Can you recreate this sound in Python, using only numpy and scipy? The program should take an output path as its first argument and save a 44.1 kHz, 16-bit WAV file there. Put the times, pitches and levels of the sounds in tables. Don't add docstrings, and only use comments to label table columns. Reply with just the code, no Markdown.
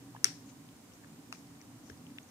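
import sys
import numpy as np
from scipy import signal
from scipy.io import wavfile

SR = 44100
rng = np.random.default_rng(int(sys.argv[2]) if len(sys.argv) > 2 else 0)


def level_to_linear(level):
    exponent = np.asarray(level, float) / 20
    return 10 ** exponent


def unload_audio(sound):
    columns = np.transpose(np.atleast_2d(sound))
    steps = np.round(np.clip(columns, -1, 1) * 32767)
    wavfile.write(sys.argv[1], SR, steps.astype(np.int16))


N = 101430
RIGHT_LEADS_S = 0.00016
SWELL_SHAPE = 1.4
CRACK_S, SOFT_CRACK_S = .2438, 1.3256


def ports(left_db, right_db):
    return level_to_linear(np.array([[left_db], [right_db]]))


def pan(left_over_right_db):
    return ports(left_over_right_db / 2, -left_over_right_db / 2)


def rms_one(x):
    return x / np.sqrt(np.mean(x ** 2) + 1e-20)


def at_hz(points, hz, column=1):
    points = np.array(points)
    return np.interp(np.log(hz), np.log(points[:, 0]), points[:, column])


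def resonance(x, hz, width_hz):
    r = np.exp(-np.pi * width_hz / SR)
    zeros = np.array([1, 0, -1]) * (1 - r * r) / 2
    poles = [1, -2 * r * np.cos(2 * np.pi * hz / SR), r * r]
    return signal.lfilter(zeros, poles, x)


def narrow(x, hz, width_hz):
    return rms_one(resonance(resonance(x, hz, width_hz), hz, width_hz))


def bands(per_octave=3):
    edges = 30 * 2 ** np.arange(0, 9.2, 1 / per_octave)
    settle = 4000
    white = rng.standard_normal((2, 2, N + settle))
    for k, (low, high) in enumerate(zip(edges, edges[1:])):
        sos = signal.butter(2, [low, high], "band", fs=SR, output="sos")
        yield np.sqrt(low * high), signal.sosfilt(sos, white[k % 2])[:, settle:]


def add_mode(out, start_s, hz, ms, left_db, right_db):
    first = int(start_s * SR) - 20
    n = np.arange(first, min(first + 4000, N))
    t = np.maximum(n / SR - start_s + np.array([[0], [RIGHT_LEADS_S]]), 0)
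    u = t / ms * 1000
    envelope = (u * np.exp(1 - u)) ** SWELL_SHAPE
    out[:, n] += ports(left_db, right_db) * envelope * np.sin(2 * np.pi * hz * t)


def timed_modes(table):
    out = np.zeros((2, N))
    for start_s, hz, left_db, right_db, ms in table:
        add_mode(out, start_s, hz, ms, left_db, right_db)
    return out


def stroke(centre_s, db, length_s):
    return level_to_linear(db) * np.exp(-.5 * ((np.arange(N) / SR - centre_s) / length_s) ** 2)


def grains(per_s):
    return rng.standard_normal((2, N)) * (rng.random((2, N)) < per_s / SR)


# time_s, level_db
HUM_SWELL = [(0, 2), (.35, 3), (.7, -0.5), (.88, -8), (1.1, 1), (1.5, 0.5), (1.85, 1.5), (2.1, 3.5),
             (2.3, -5.5)]


def hum_swell():
    return level_to_linear(np.interp(np.arange(N) / SR, *np.transpose(HUM_SWELL)))


# pitch_hz, width_hz, level_db (rms)
HUM_MODES = [(122, 13.4, -64.5), (165.5, 8.1, -67), (220.2, 31, -66), (251.6, 10, -63.5),
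             (281.1, 28, -59.5), (420, 23, -82.5), (767, 36, -77), (1004, 300, -76)]
# pitch_hz, left_over_right_db
PORT_LEAN = [(100, 1), (290, -2), (1400, 2.5), (3500, -0.5), (5500, -3.5), (7500, -12.5), (10000, -3.5),
             (15000, -1)]
HUM_SIDE_DB = -18.5


def hum():
    out = 0
    for hz, width_hz, db in HUM_MODES:
        noise = rng.standard_normal((2, N + SR))
        ringing = resonance(resonance(noise, hz, width_hz), hz, 2 * width_hz)
        mid, side = rms_one(ringing[:, SR:])
        pair = mid + level_to_linear(HUM_SIDE_DB) * side * [[1], [-1]]
        out = out + level_to_linear(db) * pair * pan(at_hz(PORT_LEAN, hz))
    return out


# pitch_hz, level_db (per Hz)
AIR_SPECTRUM = [(18, -67), (30, -27.5), (112, -7), (189, -8.5), (266, -10.5), (554, -17), (2120, -25),
                (6720, -29.5), (16000, -33)]
# pitch_hz, likeness (-1 opposite, 0 unrelated, 1 same)
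PORT_LIKENESS = [(60, 0.79), (180, 1), (550, 0.5), (1650, 0.042), (4970, -0.21), (15000, 0.052)]
AIR_DB = -58


def air():
    out = 0
    for hz, (mid, side) in bands():
        alike = np.clip(at_hz(PORT_LIKENESS, hz), -1, 1)
        pair = np.sqrt(1 + alike) * mid + np.sqrt(1 - alike) * side * [[1], [-1]]
        out = out + pair * level_to_linear(at_hz(AIR_SPECTRUM, hz)) * pan(at_hz(PORT_LEAN, hz))
    return level_to_linear(AIR_DB) * rms_one(out)


# pitch_hz, width_hz, left_db, right_db
PORT_CAVITIES = [(5500, 3000, -71, -79), (6970, 900, -84.5, -74.5), (8300, 1400, -81.5, -73)]


def port_hiss():
    out = 0
    for hz, width_hz, left_db, right_db in PORT_CAVITIES:
        out = out + narrow(rng.standard_normal((2, N)), hz, width_hz) * ports(left_db, right_db)
    return out


# start_s, level_db
# (peak), pitch_hz, rise_and_fall_ms, left_over_right_db
WET_TICKS = [(.1482, -41.5, 890, 2.0, 0), (.1515, -50, 1080, 1.5, 0), (.1638, -42.5, 1010, 1, 0),
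             (.1625, -48, 1700, 2, 6), (.1632, -56, 2980, 1.2, 11.5), (.689, -52, 3200, .25, 16),
             (.92, -55, 3000, .8, 6), (.937, -56, 5700, .8, 8), (.954, -55, 6500, .8, 0),
             (1.037, -53, 1720, 1.5, 6), (1.045, -49, 1720, .9, 6), (1.045, -51, 1100, .8, 3),
             (1.16, -56, 1530, .35, 13), (1.3495, -54, 2400, 1.1, 16), (1.471, -56, 5000, .4, 6),
             (1.556, -53, 3000, .2, 8), (1.6062, -54, 2200, .6, 10), (1.615, -50.5, 5900, .5, 17.5),
             (1.6142, -53, 5000, .4, 14), (1.6148, -55, 2100, .7, 14), (1.898, -50, 420, 2.6, 12),
             (1.911, -50.5, 85, 10, -2), (1.919, -56, 1900, 1, 6), (1.975, -55, 5000, .6, 8),
             (2.067, -48.5, 2920, .55, 10.5), (2.102, -55, 2200, .45, 9), (2.176, -56, 6800, .8, 0),
             (2.23, -53, 6500, .9, -6), (2.288, -58, 6000, .8, 6), (.251, -44, 400, 3.8, 0),
             (.259, -50, 260, 6, 0)]


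def ticks():
    out = np.zeros((2, N))
    for start_s, db, hz, ms, pan_db in WET_TICKS:
        add_mode(out, start_s, hz, ms, db + pan_db / 2, db - pan_db / 2)
    return out


# pitch_hz, left_db, right_db, rise_and_fall_ms
CRACK_MODES = [(1710, -16.5, -24.5, .47), (2090, -21.5, -50, .46), (2680, -36, -38, 1.0),
               (3620, -31, -27, .6), (4330, -27, -36, 1.0), (5200, -39.5, -15.5, .59),
               (5690, -4.5, -24.5, .54), (5970, -14, -31.5, .79), (7720, -30.5, -24.5, .71),
               (8440, -57, -27, .7), (8940, -27.5, -8, .33), (9590, -29.5, -24.5, .49),
               (13030, -33, -21, .2), (14000, -41.5, -25.5, .43)]
# delay_ms, left_db, right_db
CRACK_ECHOES = [(2.2, -22, -22), (5.0, -33, -40)]
# start_s, pitch_hz, left_db, right_db, rise_and_fall_ms
OBJECT_ANSWERS = [
    (0.2457, 5410, -16.0, -27.5, 0.51),
    (0.2452, 8960, -49.5, -32.5, 0.94),
    (0.2455, 2090, -37.5, -42.5, 0.99),
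    (0.2452, 10540, -40.5, -28.5, 0.44),
    (0.2456, 7170, -35.5, -37.0, 0.62),
]


def loud_crack():
    out = timed_modes(OBJECT_ANSWERS)
    for hz, left_db, right_db, ms in CRACK_MODES:
        for delay_ms, echo_left_db, echo_right_db in [(0, 0, 0)] + CRACK_ECHOES:
            start_s = CRACK_S + delay_ms / 1000
            add_mode(out, start_s, hz, ms, left_db + echo_left_db, right_db + echo_right_db)
    return out


# pitch_hz, left_db, right_db, t60_s
TAIL_BANDS = [(400, -78, -73, 0.27), (900, -70, -54, 0.14), (1850, -50.5, -54.5, 0.28),
              (3200, -59, -51.5, 0.18), (4600, -58.5, -64, 0.43), (6600, -65, -61, 0.36),
              (8360, -70, -58.5, 0.34), (11000, -77.5, -60.5, .15), (14000, -89.5, -62, .12)]
# pitch_hz, width_hz, left_db, right_db, t60_s
PORT_RINGS = [(5500, 1300, -38, -46, 0.34), (8300, 1200, -65, -52, 0.197)]
TAIL_START_S, TAIL_EARLY_DB, SOFT_TAIL_DB = 0.0075, -9, -18.5
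TAIL_LUMP_DB, TAIL_LUMPS_PER_S = 1.6, 300


def dying(t60_s):
    t = np.arange(N) / SR
    out = 0
    for crack_s, db in [(CRACK_S, 0), (SOFT_CRACK_S, SOFT_TAIL_DB)]:
        fall_db = -60 * np.maximum(t - crack_s, 0) / t60_s
        early_db = TAIL_EARLY_DB * (t < crack_s + TAIL_START_S)
        out = out + (t > crack_s + .002) * level_to_linear(db + fall_db + early_db)
    return out


def lumps():
    r = np.exp(-2 * np.pi * TAIL_LUMPS_PER_S / SR)
    slow = signal.lfilter([1], [1, -2 * r, r * r], rng.standard_normal((2, N)))
    return level_to_linear(TAIL_LUMP_DB * rms_one(slow))


def tails():
    out = 0
    for hz, noise in bands():
        level = ports(at_hz(TAIL_BANDS, hz), at_hz(TAIL_BANDS, hz, column=2)) * level_to_linear(22.5)
        out = out + dying(at_hz(TAIL_BANDS, hz, column=3)) * noise * level
    for hz, width_hz, left_db, right_db, t60_s in PORT_RINGS:
        ring = narrow(rng.standard_normal((2, N)), hz, width_hz)
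        out = out + dying(t60_s) * ring * ports(left_db, right_db)
    return lumps() * out


# start_s, pitch_hz, left_db, right_db, rise_and_fall_ms
SPLINTER_MODES = [(.2518, 6550, -31, -39.5, .8), (.2522, 3300, -40, -32, .6), (.254, 3200, -36, -40, .5),
                  (.2528, 1990, -34, -50, .5), (.2533, 8500, -50, -33, .5), (.2546, 1500, -32, -36, .4),
                  (.255, 4500, -37, -48, .4), (.2575, 8200, -52, -41, .5), (.258, 5600, -36, -49, .8),
                  (.2612, 8500, -53, -37, .5), (.265, 5700, -38, -50, .7), (.265, 7500, -55, -41, .4),
                  (.2675, 5760, -36, -46, .7), (.2672, 7300, -50.5, -38, .5), (.273, 5600, -36, -41, .8),
                  (.279, 5500, -38, -50, .9)]


def splinters():
    return timed_modes(SPLINTER_MODES)


# centre_s, level_db, length_s, pitch_hz
LICK_STROKES = [
    (0.468, -67, .01, 6800),
    (.5, -63.5, 0.013, 6300),
    (0.936, -70, 0.0081, 5800),
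    (0.947, -68, 0.0085, 6660),
    (1.342, -67, 0.013, 5170),
    (1.39, -64, 0.0081, 6900),
    (1.881, -66, 0.031, 5950),
    (2.29, -69.5, 0.0073, 6000),
]
RASP_WIDTH_HZ, RASP_GRAINS_PER_S, RASP_PAN_DB = 1600, 4000, 10


def rasp():
    barbs = grains(RASP_GRAINS_PER_S)
    out = 0
    for centre_s, db, length_s, hz in LICK_STROKES:
        out = out + stroke(centre_s, db, length_s) * narrow(barbs, hz, RASP_WIDTH_HZ)
    return out * pan(RASP_PAN_DB)


# centre_s, level_db, length_s, low_hz, high_hz
WET_SMACKS = [
    (.498, -66, .01, 1500, 5000),
    (1.048, -63, .004, 500, 1900),
    (1.334, -57, .005, 300, 1500),
    (1.345, -64, .007, 2000, 7000),
    (1.9, -61, .003, 1200, 3300),
]
SMACK_GRAINS_PER_S, SMACK_PAN_DB = 6100, 7


def smacks():
    drops = grains(SMACK_GRAINS_PER_S)[0]
    out = 0
    for centre_s, db, length_s, low_hz, high_hz in WET_SMACKS:
        sos = signal.butter(2, [low_hz, high_hz], "band", fs=SR, output="sos")
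        out = out + stroke(centre_s, db, length_s) * rms_one(signal.sosfilt(sos, drops))
    return out * pan(SMACK_PAN_DB)


# pitch_hz, left_db, right_db, rise_and_fall_ms
SOFT_MODES = [(4440, -39, -41.5, .5), (5050, -32.5, -45.5, .4), (5750, -34, -44, .34),
              (6450, -38, -46, .45), (9320, -53, -36, .2), (13910, -70, -42, .1)]
# delay_ms, level_db
CRACK_STEPS = [
    (0, -13),
    (.45, 0),
    (1.25, -10.5),
    (2.0, -6),
]
# start_s, pitch_hz, left_db, right_db, rise_and_fall_ms
SOFT_BODY_MODES = [
    (1.326, 1230, -28, -30, .55),
    (1.3262, 2620, -32.5, -37, .9),
    (1.3259, 860, -43, -45, 1.2),
    (1.326, 1860, -39, -45, .7),
    (1.3268, 5730, -40.5, -55, .85),
]


def soft_crack():
    out = timed_modes(SOFT_BODY_MODES)
    for hz, left_db, right_db, ms in SOFT_MODES:
        for delay_ms, db in CRACK_STEPS:
            add_mode(out, SOFT_CRACK_S + delay_ms / 1000, hz, ms, left_db + db, right_db + db)
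    return out


# start_s, pitch_hz, left_db, right_db, rise_and_fall_ms
RELEASE_MODES = [
    (1.8987, 1650, -40.5, -49.5, 1.58),
    (1.8999, 5610, -47.0, -82.0, 1.18),
    (1.8998, 3120, -50.5, -65.0, 0.99),
    (1.8999, 2330, -38.0, -47.0, 0.1),
    (1.8968, 5420, -47.5, -69.0, 0.76),
    (1.8987, 8460, -55.0, -45.0, 0.09),
]


def tongue_release():
    return timed_modes(RELEASE_MODES)


# start_s, pitch_hz, left_db, right_db, rise_and_fall_ms
POP_MODES = [
    (2.1851, 2750, -32.5, -38, .38),
    (2.1849, 1950, -38, -42, .5),
    (2.1852, 3500, -40, -46, .6),
    (2.1829, 2700, -48, -56, .8),
    (2.1863, 2810, -50, -42, .3),
    (2.1853, 5200, -52, -54, .45),
    (2.1879, 2900, -47, -50, .4),
]


def crumb_pop():
    return timed_modes(POP_MODES)


def scene():
    snaps = loud_crack() + splinters() + soft_crack() + tongue_release() + crumb_pop()
    thin = signal.butter(2, 1120, "high", fs=SR, output="sos")
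    steady = hum_swell() * hum() + air() + port_hiss() + tails() + rasp() + smacks()
    band_edge = signal.cheby2(22, 60, 15950, fs=SR, output="sos")
    return ticks() + signal.sosfilt(thin, snaps) + signal.sosfilt(band_edge, steady)


def low_pass(x):
    return signal.sosfilt(signal.butter(12, 16000, fs=SR, output="sos"), x)


def record(dry):
    return low_pass(dry)


dry = scene()
out = record(dry)
unload_audio(out)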